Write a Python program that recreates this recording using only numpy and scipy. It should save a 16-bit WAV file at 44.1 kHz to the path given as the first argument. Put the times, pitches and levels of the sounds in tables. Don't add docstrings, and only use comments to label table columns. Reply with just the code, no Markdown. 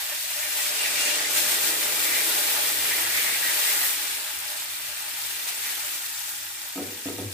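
import sys
import numpy as np
from scipy import signal
from scipy.fft import rfft, irfft, next_fast_len
from scipy.io import wavfile

SR = 44100
rng = np.random.default_rng(int(sys.argv[2]) if len(sys.argv) > 2 else 0)


def persist_wave(psi):
    counts = np.round(np.clip(psi, -1, 1) * 32767).astype(np.int16)
    wavfile.write(sys.argv[1], SR, np.atleast_2d(counts).T)


N = 323671
TIME = np.arange(N) / SR
BINS_HZ = np.maximum(np.fft.rfftfreq(2 * next_fast_len(N // 2 + 4096), 1 / SR), 1)
KITCHEN_T60_S = 0.062

# t/s, level/dB, spray re sizzle/dB
SIZZLE_LEVELS = [(0, -31, -4), (.15, -32.5, -4), (.22, -33, -2), (.3, -31, -3), (.57, -28.5, -2),
                 (.83, -27, -7), (1.0, -26, -7.5), (1.27, -27, -8.5), (1.33, -26, -3), (1.85, -27.5, -1),
                 (2.4, -26, -2), (3.45, -27, -2), (3.65, -25.5, -1.5), (3.87, -27.5, 1.5),
                 (3.98, -30, -3.5), (4.4, -33, -3.5), (5.06, -34.5, -3), (5.72, -32.5, -2), (6.3, -36, -1),
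                 (7.34, -40.5, -3)]
# f/Hz, level/dB
SIZZLE_SPECTRUM = [(600, -39), (1000, -7), (1600, -4), (2600, -1), (3600, 0.55), (5000, -0.63), (6800, -1),
                   (8000, 1.55), (9100, 1.5), (10300, -1.5), (12500, 1.5), (14500, 0.5), (16000, -1)]
# t/s, lift/dB
HISS_LIFT = [(0, -1.5), (.22, -0.5), (.4, 0.2), (.97, -1.5), (1.05, 2), (1.13, 0), (2.3, -1), (2.6, -1.9),
             (3.8, -1), (4.35, -1.5), (5.2, -1), (5.7, -0.5), (6.3, 1.5), (7.34, 0)]
# t/s, length/s, lift/dB
SIZZLE_FLARES = [(.08, 0.082, 1), (1.357, 0.032, 3), (1.473, 0.056, 2.5), (1.604, 0.098, 2),
                 (1.978, 0.062, 1), (5.147, 0.22, 0.9), (5.468, 0.015, 5), (5.617, 0.1, 2),
                 (7.04, 0.086, 2)]
# t/s, length/s, level/dB, f/Hz, scatter/oct
GURGLE_EVENTS = [(0.41, .04, -37, 2250, 0.19), (0.82, .035, -28, 2575, 0.172),
                 (0.942, 0.035, -29.5, 2530, 0.12), (1.039, 0.032, -31.5, 2450, 0.213),
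                 (1.172, .1, -37, 2050, 0.14), (1.793, 0.13, -37, 2170, .12), (2, .17, -35, 2050, 0.12),
                 (2.168, .038, -30.5, 2300, 0.14), (2.82, 0.55, -36, 2140, 0.22),
                 (3.13, .046, -29.5, 2180, 0.19), (3.238, .035, -30.5, 2220, .09),
                 (3.403, 0.099, -33.5, 1867, .2), (3.595, 0.17, -38.5, 1950, .045),
                 (3.78, .055, -34, 1950, 0.017), (4.11, .06, -42, 2340, .1), (5.51, .26, -49, 2300, 0.2)]
# t/s, f/Hz, level/dB
LARGE_BUBBLES = [(.832, 2770, -24.5), (.837, 2385, -25), (.889, 2815, -24), (.919, 4040, -26),
                 (.967, 2515, -23), (1.012, 4620, -26), (1.258, 1890, -25), (1.372, 3440, -24),
                 (1.660, 2365, -27), (1.889, 2385, -26), (2.689, 2750, -34), (2.951, 1955, -28),
                 (3.067, 1935, -26), (3.157, 2795, -25), (3.260, 2275, -24), (3.434, 1568, -25.5),
                 (3.474, 2128, -24.5), (3.810, 1955, -25.5)]
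# f/Hz, level/dB
SHALLOW_SPECTRUM = [(250, -53), (450, -6.5), (530, -4.5), (600, 3), (720, 3), (900, -5), (1100, 4),
                    (1450, -3.5), (2000, -3), (3200, -12)]
DEEP_SPECTRUM = [(250, -42), (480, -35), (600, -12), (720, -3.5), (860, 0.5), (980, 3), (1150, 5.5),
                 (1450, 7), (2000, -1), (3200, -34)]
# t/s, level/dB, spatter re crack/dB
SPIT_EVENTS = [(0.0978, -8.5, -17), (0.149, -11, -4), (0.442, -19, -3), (0.9706, -15, -10),
               (1.074, -12, -8), (1.544, -6, -26), (4.569, -20.5, -10.5), (5.4885, -13, 0),
               (5.5256, -19, -8), (5.939, -18, -12), (6.062, -17, -5), (6.6167, -16.5, -6)]
# t/s, level/dB, cutoff/Hz
KNOCK_BLOWS = [(6.757, -24, 480), (6.776, -27, 1620), (6.792, -24.5, 800), (6.875, -37, 900),
               (6.926, -42, 800), (7.057, -23.5, 560), (7.084, -22, 560), (7.183, -23, 680),
               (7.214, -28, 450)]
# f/Hz, level/dB, t60/s
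COUNTER_MODES = [(222, -10.5, .16), (255, -4.5, 0.061), (283.4, 1.5, 0.15), (328, -10.5, .18),
                 (394, -20, .3), (425, -18, .22), (484, -10.5, .36), (655, -6, 0.22), (748, -11.5, .25),
                 (900, -8.5, .18), (1280, -5, .13)]
# t/s, level/dB
STREAM_LEVELS = [(.3, -70), (.7, -49), (1.2, -41.5), (1.7, -40.5), (2.6, -42), (3.8, -47.5), (4.05, -52.5),
                 (4.3, -58.5), (5.2, -62), (5.75, -53.5), (6.7, -78)]
# f/Hz, level/dB
STREAM_SPECTRUM = [(25, -58), (60, -49), (140, -4.5), (175, -11), (245, -3.5), (330, 1.5), (385, 1),
                   (440, 3.5), (520, 0.5), (800, -9), (1500, -29)]
# f/Hz, level/dB, t60/s
WOK_MODES = [(582, -9, 0.12), (1805, -8.5, .18), (2415, -7, .11), (2795, -1.5, 0.11)]
# t/s, length/s, level/dB, overtone tilt/(dB/oct)
SPLASHES = [(0.093, 0.041, -42, -24), (0.327, 0.23, -47.5, -20), (0.764, 0.12, -40, 14),
            (0.963, 0.19, -38.5, 1)]
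# f/Hz, level/dB
RUMBLE_SPECTRUM = [(30, -25), (55, 5), (105, -2), (122, 1), (141, 6), (175, -8.5), (260, -8), (290, 9),
                   (315, -12), (342, 9), (380, -25), (500, -31), (2000, -30)]
# t/s, length/s, level/dB
BOOM_SWELLS = [(1.3, 0.34, -59), (2.52, .75, -59), (3.73, 0.088, -60), (6.78, 0.14, -51),
               (7.03, 0.16, -50.5), (7.17, 0.15, -42)]
# f/Hz, width/Hz, lift/dB
AIR_RESONANCES = [(304, 4.7, 8.5), (331, 20, 5), (370, 20, -2.5), (433.4, 5.4, 13.5), (517, 17, 6),
                  (549, 32, -8), (599.2, 16.4, 11), (842, 41, 9), (948, 13, 8), (1088, 38, -3.5),
                  (1439, 12, 7), (1604, 33, 6), (1700, 16, 7.5), (1822, 22, 6.5), (1923, 35, 8),
                  (2074, 30, 4), (2379, 50, 7.5), (2590, 53, 5.5), (2785, 49, 6)]
# f/Hz, coherence (negative acts as 0), left lead/rad
EAR_COHERENCE = [(30, -1.2, -4.5), (90, 0.87, 1), (200, 0.76, 0), (300, 0.81, 0), (450, 0.96, 1),
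                 (704, 0.43, -0.5), (990, 0.73, 1.5), (1023, 0.6, 3.5), (1540, -0.0098, 4.5),
                 (1660, 0.36, 7), (2050, 0.58, 6.5), (2300, 0.5, 6.5), (2790, -0.22, 7), (3070, -0.15, 9.4),
                 (3220, -0.35, 10), (3410, 0.44, 12), (3770, -0.013, 12), (5230, -0.024, 11),
                 (15200, 0.0022, 13.5)]
# f/Hz, left minus right/dB
EAR_BALANCE = [(90, 3), (200, -6.5), (320, 0.5), (440, -3.5), (600, 5), (850, 0.5), (1200, -1), (2000, -2),
               (3000, 1.1), (6500, 1.5), (15000, 2)]


def sizzle():
    level_db, spray_db = steam_levels_db()
    activity = from_db(level_db - level_db.max())
    cracks = unit_rms(grains(per_s=11000 * activity, spread_db=3.5) / np.sqrt(activity))
    fizz = unit_rms(droplets(per_s=7000 * activity) / np.sqrt(activity))
    crackle = round_the_pan(from_db(-6.5) * cracks + from_db(-3.5) * fizz, wet_db=-2.5)
    hiss = rng.standard_normal((2, N))
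    spurts = from_db(.55 * drift(rate_hz=9) + .3 * drift(rate_hz=55))
    sound = from_pan((crackle + hiss) * spurts, at_bins(SIZZLE_SPECTRUM))
    coarse = signal.sosfiltfilt(butter_hz(9800), sound)
    spray = from_db(spray_db + 0.5) * (sound - coarse)
    hiss_band = signal.sosfiltfilt(butter_hz([5100, 7900], "band"), sound)
    hiss_gain = from_db(at_samples(HISS_LIFT)[0])
    return from_db(level_db + 1.5) * (coarse + spray + (hiss_gain - 1) * hiss_band)


def steam_levels_db():
    level_db, spray_db = at_samples(SIZZLE_LEVELS)
    flares_db = sum(db * swell(t_s, length_s, attack_s=0.02, release_s=0.014)
                    for t_s, length_s, db in SIZZLE_FLARES)
    return level_db + flares_db, spray_db


def droplets(per_s, low_hz=2738, high_hz=14900, t60_cycles=26):
    bursts = grains(per_s, spread_db=2.5)
    pitch_index = rng.integers(0, 44, N)
    return sum(hz / low_hz * ring(bursts * (pitch_index == k), hz, t60_cycles / hz)
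               for k, hz in enumerate(np.geomspace(low_hz, high_hz, 44)))


def boil():
    gain, centre_hz, scatter_oct = bubbling()
    births = grains(per_s=520, spread_db=1.3)
    pitch_hz = centre_hz * 2 ** (scatter_oct * rng.standard_normal(N))
    rings = np.zeros((2, N + SR))
    for channel, start in zip(*np.nonzero(births)):
        note = births[channel, start] * bubble(pitch_hz[start])
        rings[channel, start:start + len(note)] += note
    gulps = from_db(.9 * drift(rate_hz=18))
    return gain * gulps * from_pan(rings[:, :N])


def bubbling(simmer_hz=2238, simmer_oct=0.181):
    simmer = from_db(steam_levels_db()[0] - 16) ** 2
    gurgles = [swell_power([row[:3]], attack_s=0.031, release_s=0.027) for row in GURGLE_EVENTS]
    powers = np.array([simmer] + gurgles)
    pitches = np.array([(simmer_hz, simmer_oct)] + [row[3:] for row in GURGLE_EVENTS])
    total = powers.sum(axis=0)
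    centre_hz, scatter_oct = pitches.T @ powers / total
    return np.sqrt(total), centre_hz, scatter_oct


def bubble(hz, t60_cycles=100, rise_per_s=0.9):
    t = TIME[:SR // 20]
    cycles = hz * t * (1 + rise_per_s * t / 2)
    return np.sin(2 * np.pi * cycles) * from_db(-60 * cycles / t60_cycles)


def churn():
    sizzle_db, stream_db = at_samples(SIZZLE_LEVELS)[0], at_samples(STREAM_LEVELS)[0]
    level_db = -37.5 + 0.76 * (sizzle_db - sizzle_db.max()) + 0.11 * (stream_db - stream_db.max())
    pockets = unit_rms(grains(per_s=1500, spread_db=3.5)) + from_db(-3.5) * rng.standard_normal((2, N))
    shallow = from_pan(pockets, at_bins(SHALLOW_SPECTRUM))
    deep = from_pan(pockets, at_bins(DEEP_SPECTRUM))
    fill = fill_fraction()
    return from_db(level_db + 1.26 * drift(rate_hz=12)) * ((1 - fill) * shallow + fill * deep)


def fill_fraction(pour_end_s=6.0):
    return np.interp(TIME, [0, pour_end_s], [0.24, 0.69])


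def spits(crack_s=.0003, spatter_s=.005):
    out, t = np.zeros((2, N)), TIME[:SR // 40]
    for t_s, db, spatter_db in SPIT_EVENTS:
        envelope = np.exp(-t / crack_s) + from_db(spatter_db) * np.exp(-t / spatter_s)
        burst = rng.standard_normal((2, len(t))) * envelope
        start = round(t_s * SR)
        out[:, start:start + len(t)] += from_db(db) * burst / np.abs(burst).max()
    return kitchen(signal.sosfilt(butter_hz(1400, "high"), out), wet_db=-3, t60_s=KITCHEN_T60_S)


def knocks(rattle_s=0.074):
    blows = np.zeros((len(KNOCK_BLOWS), N))
    for blow, (t_s, db, cutoff_hz) in zip(blows, KNOCK_BLOWS):
        contact = signal.sosfilt(butter_hz(cutoff_hz), signal.unit_impulse(256))
        blow[round(t_s * SR):][:len(contact)] = from_db(db) * contact
    body = 0
    for k, (hz, db, t60_s) in enumerate(COUNTER_MODES):
        force = from_db(db + rng.normal(0, 1.0, len(blows))) @ blows
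        body += (-1) ** k * ring(force, hz, t60_s)
    shake = signal.lfilter([1], [1, -np.exp(-1 / (rattle_s * SR))], blows.sum(axis=0) + 1e-18)
    rattle = unit_rms(signal.sosfilt(butter_hz([190, 430], "band"), rng.standard_normal(N)))
    thuds = from_db(-6.5) * body + from_db(-17) * shake * rattle
    return kitchen(signal.sosfilt(butter_hz(150, "high"), thuds), wet_db=-7, t60_s=0.33)


def plunge():
    level_db = at_samples(STREAM_LEVELS)[0] - 3.5
    return from_db(level_db) * from_pan(grains(per_s=1400, spread_db=1.0), at_bins(STREAM_SPECTRUM))


def wok(full_damping_db=33, pivot_hz=2420):
    drumming = from_db(-53 - full_damping_db * fill_fraction())
    hits = grains(per_s=1000, spread_db=3.0)
    out = 0
    for k, (hz, db, t60_s) in enumerate(WOK_MODES):
        octaves = np.log2(hz / pivot_hz) if k else 0
        splashes = [(t_s, length_s, hit_db + tilt * octaves) for t_s, length_s, hit_db, tilt in SPLASHES]
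        gain = np.sqrt(drumming ** 2 + swell_power(splashes, attack_s=0.033, release_s=0.027))
        out += from_db(db) * gain * from_pan(ring(hits, hz, t60_s))
    return out


def room(boom_hz=99, wander_hz=3.925):
    gain = np.sqrt(from_db(-70) ** 2 + swell_power(BOOM_SWELLS, attack_s=0.045, release_s=.04))
    phase = 2 * np.pi * np.cumsum(boom_hz + wander_hz * drift(rate_hz=14)) / SR
    boom = gain * from_db(3.5 * drift(rate_hz=13)) * np.sin(phase) * np.sqrt(2)
    rumble = from_pan(rng.standard_normal((2, N)), at_bins(RUMBLE_SPECTRUM))
    return boom * from_db([[.7], [-.7]]) + from_db(-64.5) * rumble


def from_pan(pair, spectrum_db=0):
    lift_db = sum(db / (1 + (2 * (BINS_HZ - hz) / width_hz) ** 2) for hz, width_hz, db in AIR_RESONANCES)
    mid, side = rfft(pair, 2 * len(BINS_HZ) - 2) * from_db(spectrum_db + lift_db)
    coherence = np.clip(at_bins(EAR_COHERENCE), 0, 1)
    lead_rad = at_bins(EAR_COHERENCE, column=2)
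    ear_sign = np.array([[1], [-1]])
    ears = np.sqrt(1 + coherence) * mid + ear_sign * np.sqrt(1 - coherence) * side
    balance = from_db(ear_sign * at_bins(EAR_BALANCE) / 2)
    out = irfft(ears * balance * np.exp(.5j * ear_sign * lead_rad))[:, :N]
    return out / np.std(out.mean(axis=0))


def round_the_pan(x, wet_db, places=6, hops_per_s=400):
    place = rng.integers(0, places, N)[np.arange(N) // (SR // hops_per_s)]
    return sum(kitchen(x * (place == k), wet_db, KITCHEN_T60_S) for k in range(places))


def kitchen(x, wet_db, t60_s, mono_below_hz=160):
    t = TIME[:SR // 2]
    mid, side = rng.standard_normal((2, len(t))) * from_db(-60 * t / t60_s) * (t > .001)
    side = signal.lfilter(*signal.butter(1, mono_below_hz, "high", fs=SR), side)
    tail = np.array([mid + side, mid - side])
    tail /= np.sqrt(np.sum(tail ** 2, axis=1, keepdims=True))
    return x + from_db(wet_db) * signal.fftconvolve(x * np.ones((2, 1)), tail, axes=1)[:, :N]


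def grains(per_s, spread_db):
    sizes = from_db(spread_db * np.minimum(rng.exponential(1, (2, N)), 5))
    return sizes * rng.choice([-1, 1], (2, N)) * (rng.random((2, N)) < per_s / SR)


def ring(clicks, hz, t60_s):
    radius, step_rad = from_db(-60 / (t60_s * SR)), 2 * np.pi * hz / SR
    feedback = [1, -2 * radius * np.cos(step_rad), radius * radius]
    return signal.lfilter([0, np.sin(step_rad)], feedback, clicks + 1e-18)


def swell(t_s, length_s, attack_s, release_s):
    rise = np.clip((TIME - t_s) / attack_s, 0, 1)
    return rise * np.exp(-np.maximum(TIME - t_s - length_s, 0) / release_s)


def swell_power(rows, attack_s, release_s):
    return sum((from_db(db) * swell(t_s, length_s, attack_s, release_s)) ** 2
               for t_s, length_s, db in rows)


def drift(rate_hz):
    knots = rng.standard_normal(4096)
    return unit_rms(np.interp(TIME * 2 * rate_hz, np.arange(len(knots)), knots))


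def at_samples(rows):
    t_s, *columns = np.transpose(rows)
    return [np.interp(TIME, t_s, values) for values in columns]


def at_bins(rows, column=1):
    columns = np.transpose(rows)
    return np.interp(np.log(BINS_HZ), np.log(columns[0]), columns[column])


def butter_hz(edges_hz, kind="low"):
    return signal.butter(2, edges_hz, kind, fs=SR, output="sos")


def from_db(db):
    return 10 ** (np.asarray(db) / 20)


def unit_rms(x):
    return x / np.sqrt(np.mean(x ** 2) + 1e-20)


def scene():
    return sizzle() + boil() + churn() + plunge() + wok() + spits() + knocks() + room()


def record(dry):
    return signal.sosfilt(signal.ellip(12, .1, 90, 15450, fs=SR, output="sos"), dry)


dry = scene()
out = record(dry)
persist_wave(out)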